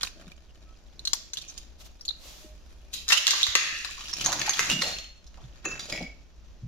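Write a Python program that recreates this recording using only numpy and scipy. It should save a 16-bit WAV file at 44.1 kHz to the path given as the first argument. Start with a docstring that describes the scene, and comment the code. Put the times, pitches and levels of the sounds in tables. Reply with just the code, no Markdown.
"""Slow steps over broken glass on the floor of an empty shop, heard from a phone held by the walker.
From the start a low rumble and soft hiss (coloured noise) lie under grit ground by the sole (dense clicks)
and shards snapping in runs of fractures (click bursts with a pinched ring); heels thud (short low noise).
Two far hoots (sines) and trouser brushes (noise swells) come next, then pieces dragged with a rasp (resonant
stick-slip) and later ones clinking (beating, decaying modes); the bare room (echo) rings on throughout."""
import sys
import numpy as np
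from scipy import signal
from scipy.fft import rfft, irfft
from scipy.io import wavfile
from scipy.ndimage import map_coordinates

SR = 44100
rng = np.random.default_rng(int(sys.argv[2]) if len(sys.argv) > 2 else 0)


def unload_wav(signal):
    """Save mono or channel-first audio to the path in sys.argv[1] as 16-bit WAV at rate SR, clipped to [-1, 1]."""
    wavfile.write(
        sys.argv[1],
        SR,
        np.round(np.clip(np.atleast_2d(signal).T, -1, 1) * 32767).astype(np.int16),
    )


N = 294401
TIME = np.arange(N) / SR

# All event levels are mix levels, set before the room and the limiter.
# steady bed, outdoor rumble and hiss: [pitch_hz, level_db per Hz]
AMBIENCE_COLOUR = [(15, -3.5), (30, 1.5), (42, -3), (58, 7), (75, -8.5), (110, -19), (200, -18.5),
                   (300, -22.5), (700, -29), (2000, -37), (6300, -36), (7300, -46.5), (8300, -59.5),
                   (14000, -52.5), (15900, -84.5)]
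# faint far hoots: [centre_s, half_length_s, pitch_hz, level_db]
HOOTS = [(.7, .04, 1300, -63), (2.48, .075, 614, -55)]
# the sole bears down on grit: [start_s, build_up_s, hold_s, grit_db, floor_resonance_db, boards_db]
PRESSES = [(0.005, 0.07, 0.06, -33.5, -41, -68), (0.188, .09, 0.144, -55.5, -55.5, -48),
           (1.358, .02, 0.27, -46, -56, -53), (2.932, .02, 0.081, -43, -79, -55.5),
           (3.117, 0.059, 0.025, -31, -28.5, -74), (3.278, .012, 0.18, -23, -50, -57.5),
           (3.574, 0.016, 0.16, -32.5, -65, -44.5), (3.754, 0.12, 0.23, -35.5, -64, -55),
           (4.037, 0.12, 0.24, -35, -46, -51.5), (4.198, 0.11, 0.031, -30, -41, -40.5),
           (4.245, 0.027, 0.2, -33, -34.5, -33.5), (4.475, 0.12, 0.16, -30.5, -33.5, -45),
           (4.607, .012, 0.11, -28.5, -30.5, -39), (4.692, 0.068, 0.028, -22.5, -29, -30),
           (4.79, 0.022, 0.19, -33.5, -41, -42), (5.375, .02, 0.67, -56, -57, -54),
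           (5.649, 0.015, 0.18, -44, -40, -43.5), (5.807, .006, 0.19, -39.5, -49, -46),
           (5.92, 0.0086, 0.11, -39, -44, -34.5)]
# fine splinters in cracks and grit, changing along the walk: [time_s, level_db against the snap]
SPLINTER_SHARE = [(0, -12.5), (1.2, -15.5), (2.9, -8), (3.3, -17.5), (4.6, -13), (5.3, -16.5)]
# colours of breaking glass, struck floor, flying splinters and loaded boards: [pitch_hz, level_db per Hz]
SNAP_COLOUR = [(1200, -31.5), (2200, -4), (3000, 0), (4000, 1.5), (5000, -2), (6800, -1), (7600, -10.5),
               (8100, -17.5), (10000, -23), (15000, -48.5)]
KNOCK_COLOUR = [(150, -32), (400, -5), (700, -8), (1050, 6.5), (1500, 6), (2200, 4), (2900, -9),
                (4500, -45.5)]
SPLINTER_COLOUR = [(6000, -3), (8000, 1), (9000, 3), (10500, 5.5), (13000, 0.5), (15000, -4), (17000, -32)]
BOARDS_COLOUR = [(40, 5), (80, -6), (140, 8.5), (190, 3), (260, 0.5), (330, 3.5), (460, -5.5), (640, 1),
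                 (800, -8.5), (1400, -49)]
# the walker comes through the doorway into the room: [time_s, room_send_db]
ROOM_SEND = [(0, -7.5), (1.3, -2.5), (3.1, 6.5), (4.3, 4.5), (6, 2)]
# echo of the bare walls: [pitch_hz, level_db per Hz], then [pitch_hz, t60_s]
ROOM_COLOUR = [(80, -27.5), (300, -1.5), (460, -2), (620, 6.5), (900, -2.5), (1800, 2), (2700, 3.5),
               (4000, 1.5), (6500, 4), (8500, -4), (15000, 2)]
ROOM_T60 = [(100, 0.81), (500, 0.4), (2000, 0.54), (4000, 0.46), (7000, 0.43), (15000, 0.41)]
# shards breaking under the sole:
# [start_s, run_length_ms, snap_db, floor_knock_db, shard_hz, ring_db, left_minus_right_db]
CRACKS = [(0.0098, 1.2, -40, -44, 3400, -36, -5), (0.0311, 2.2, -24.5, -37, 3870, -40, -6),
          (0.034, 5.5, -36, -36.5, 4060, -33, -8), (0.069, 1.1, -48, -51, 3840, -43, -15),
          (0.317, 2.6, -52.5, -63, 2540, -53, -9), (0.992, 4.3, -48.5, -75, 4370, -41.5, -7.5),
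          (1.0514, 4.4, -31.5, -60, 4380, -31, 1.5), (1.072, 4.8, -27.5, -45.5, 4200, -23.5, 0),
          (1.094, 2, -60, -61, 4370, -51, 4), (1.1321, 3.4, -19, -34.5, 7420, -26, 9.5),
          (1.146, 11, -47.5, -61, 6140, -39, 1), (1.333, 8.9, -34.5, -49, 7100, -37.5, -0.5),
          (1.37, 9, -36, -54, 3790, -34, -2.5), (1.384, 1.8, -42, -60, 3860, -41.5, -12),
          (1.414, 9.3, -43, -72, 4040, -51, -2), (1.479, 26, -49.5, -78, 6320, -43, -2),
          (1.577, 6.4, -39.5, -62, 4260, -54, -10), (2.009, 6.5, -51.5, -67, 5570, -42.5, -2),
          (2.051, 4.7, -40.5, -77, 7050, -45, 1), (2.079, 1.2, -55, -66, 4430, -27.5, -12.5),
          (2.088, 0.8, -45.5, -68, 3960, -28.5, 16), (2.105, 4.6, -75, -57.5, 4080, -33.5, -12.5),
          (2.931, 15, -34, -81, 3930, -46.5, 7.5), (3.08, 23, -26, -83, 5300, -32, 0.5),
          (3.1007, 62, -22.5, -25, 2740, -50, 13), (3.121, 18, -10, -22.5, 2830, -11, -6.5),
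          (3.1722, 8.7, -20, -30.5, 3280, -19.5, -23.5), (3.2677, 1.7, -8, -27, 3140, -54, 1.5),
          (3.277, 6.7, -13.5, -22.5, 3700, -28.5, -9), (3.3069, 5.7, -11.5, -26, 5530, -29.5, 7.5),
          (3.315, 3.8, -19.5, -25, 3830, -24.5, -14), (3.333, 5.4, -45.5, -24, 1250, -28.5, 4),
          (3.359, 2.9, -26.5, -34, 3950, -37.5, -3.5), (3.43, 4.1, -19.5, -47, 3930, -10.5, -1.5),
          (3.438, 1.7, -48, -50, 4090, -22, -20), (3.466, 5.4, -21, -27, 4100, -50.5, -3),
          (3.552, 4, -10, -16.5, 1950, -12.5, 4), (3.846, 8.4, -37, -43, 1140, -51, 14.5),
          (3.888, 6, -67, -56.5, 1210, -49, -6), (3.977, 9.4, -53, -53.5, 1206, -48, 0),
          (4.007, 6.8, -42, -46, 2980, -50, -1), (4.093, 5.3, -45.5, -51, 5260, -47, -9),
          (4.129, 4.8, -53, -46.5, 5590, -33, -5), (4.135, 3, -36, -47, 5820, -28.5, -4),
          (4.21, 5.2, -44.5, -57, 6030, -42, -5.5), (4.241, 9.7, -32, -44, 6470, -30, 4.5),
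          (4.2597, 0.86, -22.5, -28.5, 6630, -16.5, -3), (4.266, 1.4, -28, -40, 6620, -26, -0.5),
          (4.274, 8.1, -48, -53, 4480, -39, -5), (4.319, 2.8, -30.5, -35, 6070, -32.5, 1),
          (4.326, 9, -26.5, -30, 6170, -35.5, -7), (4.393, 5, -34.5, -40, 6580, -29, -1),
          (4.414, 4.6, -28, -35.5, 1810, -35, 4), (4.476, 6.7, -42, -38, 833, -30.5, 1),
          (4.4932, 2, -25, -31.5, 6650, -19, -2), (4.503, 9.2, -33, -35.5, 6530, -27, 1.5),
          (4.533, 11, -31.5, -44, 3340, -35, -1.5), (4.5923, 3.3, -21.5, -20.5, 2500, -45, 1),
          (4.6, 4.3, -27.5, -36, 6000, -36, -5), (4.707, 15.5, -34, -38, 2870, -33, -8),
          (4.81, 12, -28.5, -31, 4190, -35, -1), (4.821, 3.8, -27.5, -28, 4160, -31, -2),
          (4.985, 1.5, -37, -52, 3470, -39.5, -2), (5.042, 3.6, -50, -63, 3200, -44, -5),
          (5.242, 2.5, -60, -74, 7030, -83, -3), (5.265, 12, -57.5, -73, 5700, -58, 2),
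          (5.342, 1.4, -58, -61, 2900, -64, -4), (5.65, 9.3, -57, -37, 6780, -41, -3),
          (5.7949, 3.2, -39.5, -45.5, 3750, -54, -6), (5.804, 5.4, -40, -56, 3930, -46, -2),
          (5.922, 7.4, -44, -54, 5240, -35, 0), (5.975, 3.3, -44.5, -64, 2350, -38, 4),
          (6.343, 2.2, -75, -83.5, 5520, -72, 0)]
# the phone turns over the feet, so cracks reach the left microphone sooner at first: [time_s, lead_samples]
CRACK_LEAD = [(0, 4), (3.6, 4), (4.1, 1), (6, 1)]
# weight landing on the floor: [start_s, level_db, pitch_hz, t60_s]
THUDS = [(0.267, -40, 203, 0.054), (1.134, -38, 880, 0.061), (2.254, -47, 533, 0.027),
         (2.443, -41.5, 268, 0.032), (3.478, -32, 63, 0.069), (3.552, -25.5, 384, 0.042),
         (4.259, -31, 824, 0.55), (4.707, -29, 200, 0.4), (4.83, -34.5, 615, 0.34), (5.375, -51, 805, 0.14),
         (5.429, -41, 115, 0.17), (5.654, -39, 416, 0.32), (5.885, -46, 554, 0.6),
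         (6.005, -35.5, 624, 0.07), (6.005, -33.5, 210, 0.14), (6.622, -36, 135.6, 0.67)]
# trouser legs brushing as the foot swings: [centre_s, spread_s, level_db], then cloth [pitch_hz, level_db per Hz]
BRUSHES = [(1.813, 0.013, -50), (1.861, 0.011, -50), (2.269, 0.045, -49), (2.391, 0.068, -53)]
CLOTH_COLOUR = [(300, -3), (800, 1.5), (1800, -5.5), (3500, 3.5), (7000, 0.5), (8200, -8), (14500, -8),
                (16000, -22)]
# broken pieces dragged under the sole:
# [start_s, length_s, pitch_rise_share, level_db, resonances as [start_pitch_hz, width_hz, level_db]]
SCRAPES = [(2.944, 0.075, .07, -40, [(3720, 420, 0), (3150, 500, -8)]),
           (3.562, .43, .015, -33.5, [(1860, 240, -2.5), (2180, 400, -4), (2600, 400, 0), (3300, 900, -5),
           (1420, 180, -14), (4200, 500, -9), (5200, 700, -10)]), (5.652, .032, 0, -29.5, [(2650, 130, 0),
           (6800, 500, -6), (4100, 700, -11), (1200, 1200, -8)]), (5.927, .1, 0, -41, [(2240, 190, 0),
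           (1950, 130, -7), (3300, 900, -9), (5000, 600, -8)])]
# loose pieces that ring until the foot pins them:
# [start_s, ringing_s, level_db, rattle_share of the first touch, modes as [pitch_hz, level_db, t60_s]]
CLINKS = [(4.707, .105, -23.5, .25, [(2835, 0, .5), (2925, -7, .35), (2260, -11, .3), (3320, -8, .3),
          (5100, -10, .25), (5290, -10, .25), (5820, -12, .25), (7560, -12, .3)]),
          (4.82, .39, -28, .3, [(4268, 0, .64), (4190, -6, .45), (3510, -8, .6), (3330, -11, .45),
          (2842, -8, .6), (5330, -13, .45), (6627, -11, .5), (7380, -10, .42), (8560, -20, .35),
          (10630, -24, .35)]), (5.653, .13, -28.5, .2, [(2638, 0, .62), (6212, -9, .36), (6821, -5, .33),
          (7050, -11, .2)]), (5.794, .13, -38, .4, [(4780, -1, .35), (3817, -1, .17), (3960, -3, .13),
          (3380, -6, .15), (5238, -9, .2), (5690, -3, .3), (6831, -9, .4)]),
          (5.925, .195, -32, .4, [(2200, 0, .7), (2262, -1, .48), (2350, -9, .25), (2080, -9, .25),
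          (1940, -6, .35), (3327, -13, .3), (3467, -15, .25), (3970, -11, .22), (4810, -8, .28),
          (5020, -10, .2), (5260, -8, .3), (6961, -10, .28)])]

AMBIENCE_DB = -47  # ahead of its slow waver
# between presses the standing foot keeps stirring, less towards the end: [grit_db, floor_resonance_db, boards_db]
STIR_DB, STIR_FALL_DB_PER_S = (-61.5, -64, -57.5), 1
# each press eases while the grit is crushed and dies as the foot lifts
PRESS_EASE_DB_PER_S, PRESS_RELEASE_T60_S = 26.5, 0.12
GRIT_SPLINTER_DB = 2  # on top of the splinter share
GRIT_TRIM_DB = -6
# sends to the room: the first is on top of the walker's send
FRICTION_ROOM_DB, THUD_ROOM_DB, CLINK_ROOM_DB = -1.5, -2.5, -10
RING_ROOM_SHARE = 0.51
# size of the opening break against a small fracture, and the run length that halves it
FIRST_BREAK, FIRST_BREAK_S = 10.3, 0.00416
# per octave below a typical shard, a larger piece fills the room more and throws fewer splinters
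TYPICAL_SHARD_HZ, LARGER_ROOM_DB, LARGER_SPLINTER_DB = 4150, 1.5, -0.5
# every floor knock also shakes the floor's low modes: level against the knock, pitch, decay
SHAKE_DB, SHAKE_HZ, SHAKE_T60_S = -15, 412, 0.029
SCRAPE_SLIPS_PER_S, SCRAPE_ATTACK_S, SCRAPE_EASE = 950, 0.005, 1.3
RATTLE_PER_S, RATTLE_T60_S = 320, 0.34
CLINK_FLUTTER, FLUTTER_PER_S, CLINK_DAMPED_T60_S = 0.38, 130, 0.08
PORT_LAG = 2  # usual lead of the left microphone, in samples
LIMIT_DB, LIMIT_S, TOP_HZ = -21, 0.04, 15900


def undb(db):
    """Decibels to gain."""
    return 10 ** (np.asarray(db) / 20)


def unit(x):
    """Scale to an rms of 1."""
    return x / np.sqrt(np.mean(x ** 2) + 1e-18)


def fade(t, t60):
    """Exponential decay, 60 dB in t60."""
    return np.exp(-np.log(1000) * t / t60)


def follow(curve, time):
    """Read a breakpoint curve at the given time."""
    return np.interp(time, *np.transpose(curve))


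def wander(per_s):
    """A random course that takes a new value per_s times a second."""
    knots = np.arange(0, TIME[-1] + 1, 1 / per_s)
    return np.interp(TIME, knots, rng.standard_normal(len(knots)))


def band(x, lo_hz, hi_hz, order=2):
    """Band-pass filter."""
    edges = [lo_hz, min(hi_hz, 0.45 * SR)]
    return signal.sosfilt(signal.butter(order, edges, "band", fs=SR, output="sos"), x)


def colour(x, points):
    """Causal filter with the given spectral outline and unit power gain."""
    hz, db = np.transpose(points)
    freqs = np.fft.rfftfreq(8192, 1 / SR)
    gain = unit(undb(np.interp(np.log(freqs + 1), np.log(hz), db)))
    # folding the cepstrum forward gives minimum phase: no sound before the event
    cepstrum = irfft(np.log(gain))
    fold = 1 + np.sign(len(cepstrum) / 2 - np.arange(len(cepstrum)))
    fold[0] = 1
    response = irfft(np.exp(rfft(cepstrum * fold)))
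    return signal.fftconvolve(x, response[None], axes=1)[:, :x.shape[1]]


def add(out, s, x):
    """Mix a stereo sound in at time s."""
    i = max(int(s * SR), 0)
    out[:, i:i + x.shape[1]] += x[:, :max(N - i, 0)]


def ports(x, scatter=0.42, t60=0.03, lag=PORT_LAG):
    """Two microphones hear the direct sound, the left a little sooner, then each its own decaying scatter."""
    t = TIME[:SR // 20]
    paths = rng.standard_normal((2, len(t))) * fade(t, t60)
    paths *= scatter / np.sqrt(np.sum(paths ** 2, axis=1, keepdims=True))
    paths[0, 0] += 1
    paths[1, lag] += 1
    heard = signal.fftconvolve(x[None], paths, axes=1)[:, :len(x)]
    return heard / np.sqrt(1 + scatter ** 2)


def fractures(count, per_s, spread_db):
    """Brittle breaks as random clicks of either sign: many small, a few large."""
    size = undb(spread_db * np.minimum(rng.exponential(size=count), 3.5))
    return (rng.random(count) < per_s / SR) * size * rng.choice([-1, 1], count)


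def ambience():
    """A wavering outdoor rumble and hiss, partly shared by both microphones, with two far hoots."""
    noise = 0.5 * rng.standard_normal(N) + 0.51 * rng.standard_normal((2, N))
    waver_db = 1.6 * wander(per_s=6)
    bed = colour(noise, AMBIENCE_COLOUR) * undb(AMBIENCE_DB + waver_db)
    for s, half, hz, db in HOOTS:
        swell = np.exp(-((TIME - s) / half) ** 4)
        bed = bed + undb(db) * swell * np.sin(2 * np.pi * hz * TIME)
    return bed


def pressure():
    """Sole force on grit, floor resonances and boards: build-up, easing hold and release per press."""
    drive = undb(STIR_DB)[:, None] * undb(-STIR_FALL_DB_PER_S * TIME)
    for s, build_up, hold, *levels_db in PRESSES:
        t = TIME - s
        attack = np.clip(1 + t / build_up, 0, 1) ** 2  # builds up ahead of the start time
        ease = undb(-PRESS_EASE_DB_PER_S * np.clip(t, 0, hold))
        release = fade(np.maximum(t - hold, 0), PRESS_RELEASE_T60_S)
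        press = undb(levels_db)[:, None] * (attack * ease * release)
        drive = np.maximum(drive, press)
    return drive


def crumbs(lo_hz, hi_hz, cycles, count):
    """Crumbs that pop at random as decaying sines, each with its own pitch, size and place."""
    out, t = np.zeros((2, N)), TIME[:SR // 30]
    for when, pitch, size, side, turn in rng.random((count, 5)):
        hz = lo_hz * (hi_hz / lo_hz) ** pitch
        phase = np.array([[0], [turn / 2]])
        pop = np.sin(2 * np.pi * (hz * t + phase)) * fade(t, cycles / hz)
        place = np.sqrt([[side], [1 - side]])
        add(out, when * TIME[-1], pop * place * undb(10 * size ** 2))
    return unit(out)


def grinding():
    """Fine glass crumbles in dense tiny clicks and larger crumbs, which also drive the floor under the sole."""
    grit, knock, boards = pressure()
    grains = fractures(N, per_s=560, spread_db=4.6)
    force = unit(ports(grains, scatter=1, t60=0.035))
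    skitter = unit(ports(grains, scatter=3, t60=0.08))
    splinter_db = follow(SPLINTER_SHARE, TIME) + GRIT_SPLINTER_DB
    bright = colour(force, SNAP_COLOUR) + undb(splinter_db) * colour(skitter, SPLINTER_COLOUR)
    bright = bright + 0.85 * crumbs(2400, 7400, cycles=40, count=900)
    dull = colour(force, KNOCK_COLOUR) + 0.45 * crumbs(800, 2300, cycles=16, count=600)
    creak = colour(unit(ports(grains, scatter=0.26)), BOARDS_COLOUR)
    # the sole sticks and slips, so the grit comes in spurts
    slip = undb(3 * wander(per_s=60))
    return slip * (grit * bright + knock * dull) + boards * creak


def room(x):
    """Diffuse echo with a decay for each pitch region; the bass is alike at both microphones."""
    t = TIME[:3 * SR // 2]
    freqs = np.fft.rfftfreq(len(t), 1 / SR)
    middle, side = rfft(rng.standard_normal((2, len(t))))
    apart = np.minimum(freqs / 1100, 1)
    noise = (middle + np.array([[1], [-1]]) * apart * side) / np.sqrt(1 + apart ** 2)
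    # crossfaded pitch regions, each dying at its own rate
    hz, t60 = np.transpose(ROOM_T60)
    shares = [np.interp(np.log(freqs + 1), np.log(hz), row) for row in np.eye(len(hz))]
    tail = sum(irfft(noise * share, len(t)) * fade(t, d) for share, d in zip(shares, t60))
    onset = 1 - np.exp(-t / 0.0004)
    tail = colour(unit(tail * onset), ROOM_COLOUR) / np.sqrt(len(t))
    return signal.fftconvolve(x, tail, axes=1)[:, :N]


def pinched_ring(force, shard_hz):
    """A shard held under the sole rings briefly in five crowded modes."""
    t = TIME[:force.shape[1]]
    modes = 0
    for step in range(-2, 3):
        hz = shard_hz * (1 + 0.04 * (step + rng.uniform(-0.3, 0.3)))
        modes = modes + np.sin(2 * np.pi * (hz * t + rng.random())) / (1 + abs(step))
    modes = modes * fade(t, 0.022)
    ring = signal.fftconvolve(force, modes[None], axes=1)[:, :len(t)]
    return band(ring, shard_hz / 1.223, shard_hz * 0.986)


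def crack(ms, snap_db, knock_db, splinter_db, shard_hz, ring_db, lag):
    """A run of fractures snaps, knocks the floor and throws splinters; returns that burst and the shard's ring."""
    t = TIME[:SR // 7]
    length = ms / 1000
    envelope = np.exp(-(t / length) ** 4) * np.minimum(t / length + 0.4, 1)
    run = fractures(len(t), per_s=1800, spread_db=4.5) * envelope
    # a short run is mostly its first break
    run[SR // 2000] += FIRST_BREAK / (1 + length / FIRST_BREAK_S)
    # bending waves spread each click over a millisecond or less, the highs arriving first
    travel = t[:int(rng.uniform(0.0005, 0.001) * SR)]
    spread = signal.chirp(travel, 17000, travel[-1], 0, phi=90)
    bent = np.convolve(run, spread)[:len(t)]
    force = ports(bent, scatter=min(0.5 + length / 0.015, 0.9), t60=0.026, lag=lag)
    # the splinters skitter on for a moment
    skitter = ports(run, scatter=2, t60=0.07)
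    # a small shard radiates little below its own pitch
    snap = band(colour(force, SNAP_COLOUR), min(0.78 * shard_hz, 3700), 11000, order=3)
    knock = colour(force, KNOCK_COLOUR)
    splinters = colour(skitter, SPLINTER_COLOUR)
    burst = unit(snap) * undb(snap_db) + unit(knock) * undb(knock_db) + unit(splinters) * undb(splinter_db)
    ring = unit(pinched_ring(force, shard_hz)) * undb(ring_db)
    # each level holds for as long as the run and its first scatter last
    size = np.sqrt((length + 0.005) * SR / len(t))
    return size * burst, size * ring


def thud(db, hz, t60):
    """The floor's crowded low modes, pushed by a soft heel or shaken by a crack: band-passed dying noise."""
    t = TIME[:SR // 2]
    decay = fade(t, t60)
    push = rng.standard_normal((1, len(t))) * decay
    body = unit(band(push, hz / 1.35, hz * 1.328, order=3))
    # a longer decay carries more energy at the same level
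    return body * undb(db) * np.sqrt(np.mean(decay ** 2)) * np.ones((2, 1))


def brushing():
    """Cloth slides over cloth in soft swells of hiss: countless fibres, partly shared by the microphones."""
    swell = sum(undb(db) * np.exp(-((TIME - s) / spread) ** 2 / 2) for s, spread, db in BRUSHES)
    fibres = unit(rng.standard_normal((2, N)) + 0.54 * rng.standard_normal(N))
    return swell * colour(fibres, CLOTH_COLOUR)


def scraping():
    """A dragged piece sticks and slips, rattling its modes; some rise as the sole pinches, all fade to rest."""
    out = np.zeros((2, N))
    for s, length, rise, level_db, resonances in SCRAPES:
        t = TIME[:int(length * SR)]
        slips = ports(fractures(2 * len(t), per_s=SCRAPE_SLIPS_PER_S, spread_db=3), t60=0.067)
        rasp = 0
        for hz, width, db in resonances:
            rasp = rasp + unit(band(slips, hz - width / 2, hz + width / 2)) * undb(db)
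        # reading ever faster bends the pitch up
        course = SR * t * (1 + rise * t / length / 2)
        rasp = np.array([map_coordinates(side, [course]) for side in rasp])
        envelope = np.minimum(t / SCRAPE_ATTACK_S, 1) * (1 - t / length) ** SCRAPE_EASE
        add(out, s, rasp * undb(level_db) * envelope)
    return out


def clink(held, level_db, rattling, modes):
    """A loose piece rings in close, beating pairs of modes, chatters and rattles on the floor, then is damped."""
    t = TIME[:SR // 2]
    rattle = fractures(len(t), per_s=RATTLE_PER_S, spread_db=3) * fade(t, RATTLE_T60_S)
    rattle = unit(rattle) * rattling / np.sqrt(len(t))
    rattle[0] = 1  # the first touch
    tone = 0
    for hz, db, t60 in modes:
        pair = 0
        for size, shift_hz in ((1, 0), (0.45, rng.uniform(12, 38))):
            phase = rng.random((2, 1)) / 3
            pair = pair + size * np.sin(2 * np.pi * ((hz + shift_hz) * t + phase))
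        tone = tone + unit(pair) * fade(t, t60) * undb(level_db + db) / np.sqrt(2)
    ring = signal.fftconvolve(tone, rattle[None], axes=1)[:, :len(t)] / np.sqrt(1 + rattling ** 2)
    chatter = 1 + CLINK_FLUTTER * wander(FLUTTER_PER_S)[:len(t)]
    return ring * chatter * fade(np.maximum(t - held, 0), CLINK_DAMPED_T60_S)


def scene():
    """All sounds of the feet, near and through the room, over the ambience."""
    near = grinding() * undb(GRIT_TRIM_DB) + brushing() + scraping()
    to_room = near * undb(follow(ROOM_SEND, TIME) + FRICTION_ROOM_DB)
    for s, ms, snap_db, knock_db, shard_hz, ring_db, pan_db in CRACKS:
        larger = np.log2(TYPICAL_SHARD_HZ / shard_hz)  # octaves below a typical shard
        splinter_db = snap_db + follow(SPLINTER_SHARE, s) + LARGER_SPLINTER_DB * larger
        room_db = follow(ROOM_SEND, s) + LARGER_ROOM_DB * larger
        lag = round(follow(CRACK_LEAD, s))
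        burst, ring = crack(ms, snap_db, knock_db, splinter_db, shard_hz, ring_db, lag)
        place = undb([[pan_db / 2], [-pan_db / 2]])
        add(near, s, (burst + ring) * place)
        add(near, s, thud(knock_db + SHAKE_DB, SHAKE_HZ, SHAKE_T60_S))
        # the floor carries the burst into the room better than the small shard carries its ring
        add(to_room, s, (burst + RING_ROOM_SHARE * ring) * undb(room_db))
    for s, db, hz, t60 in THUDS:
        sound = thud(db, hz, t60)
        add(near, s, sound)
        add(to_room, s, sound * undb(THUD_ROOM_DB))
    for s, *piece in CLINKS:
        sound = clink(*piece)
        add(near, s, sound)
        add(to_room, s, sound * undb(CLINK_ROOM_DB))
    # the bare walls lie mostly to the right
    return near + undb([[-8], [-6]]) * room(to_room) + ambience()


def record(dry):
    """The phone turns itself down as the smoothed power rises, rounds the peaks and cuts the top."""
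    keep = np.exp(-1 / (LIMIT_S * SR))
    power = signal.lfilter([1 - keep], [1, -keep], np.mean(dry ** 2, axis=0))
    held = dry / np.sqrt(1 + power / undb(LIMIT_DB) ** 2)
    rounded = 0.85 * np.tanh(held / 0.85)
    return signal.sosfilt(signal.ellip(10, 0.2, 80, TOP_HZ, fs=SR, output="sos"), rounded)


dry = scene()
out = record(dry)
unload_wav(out)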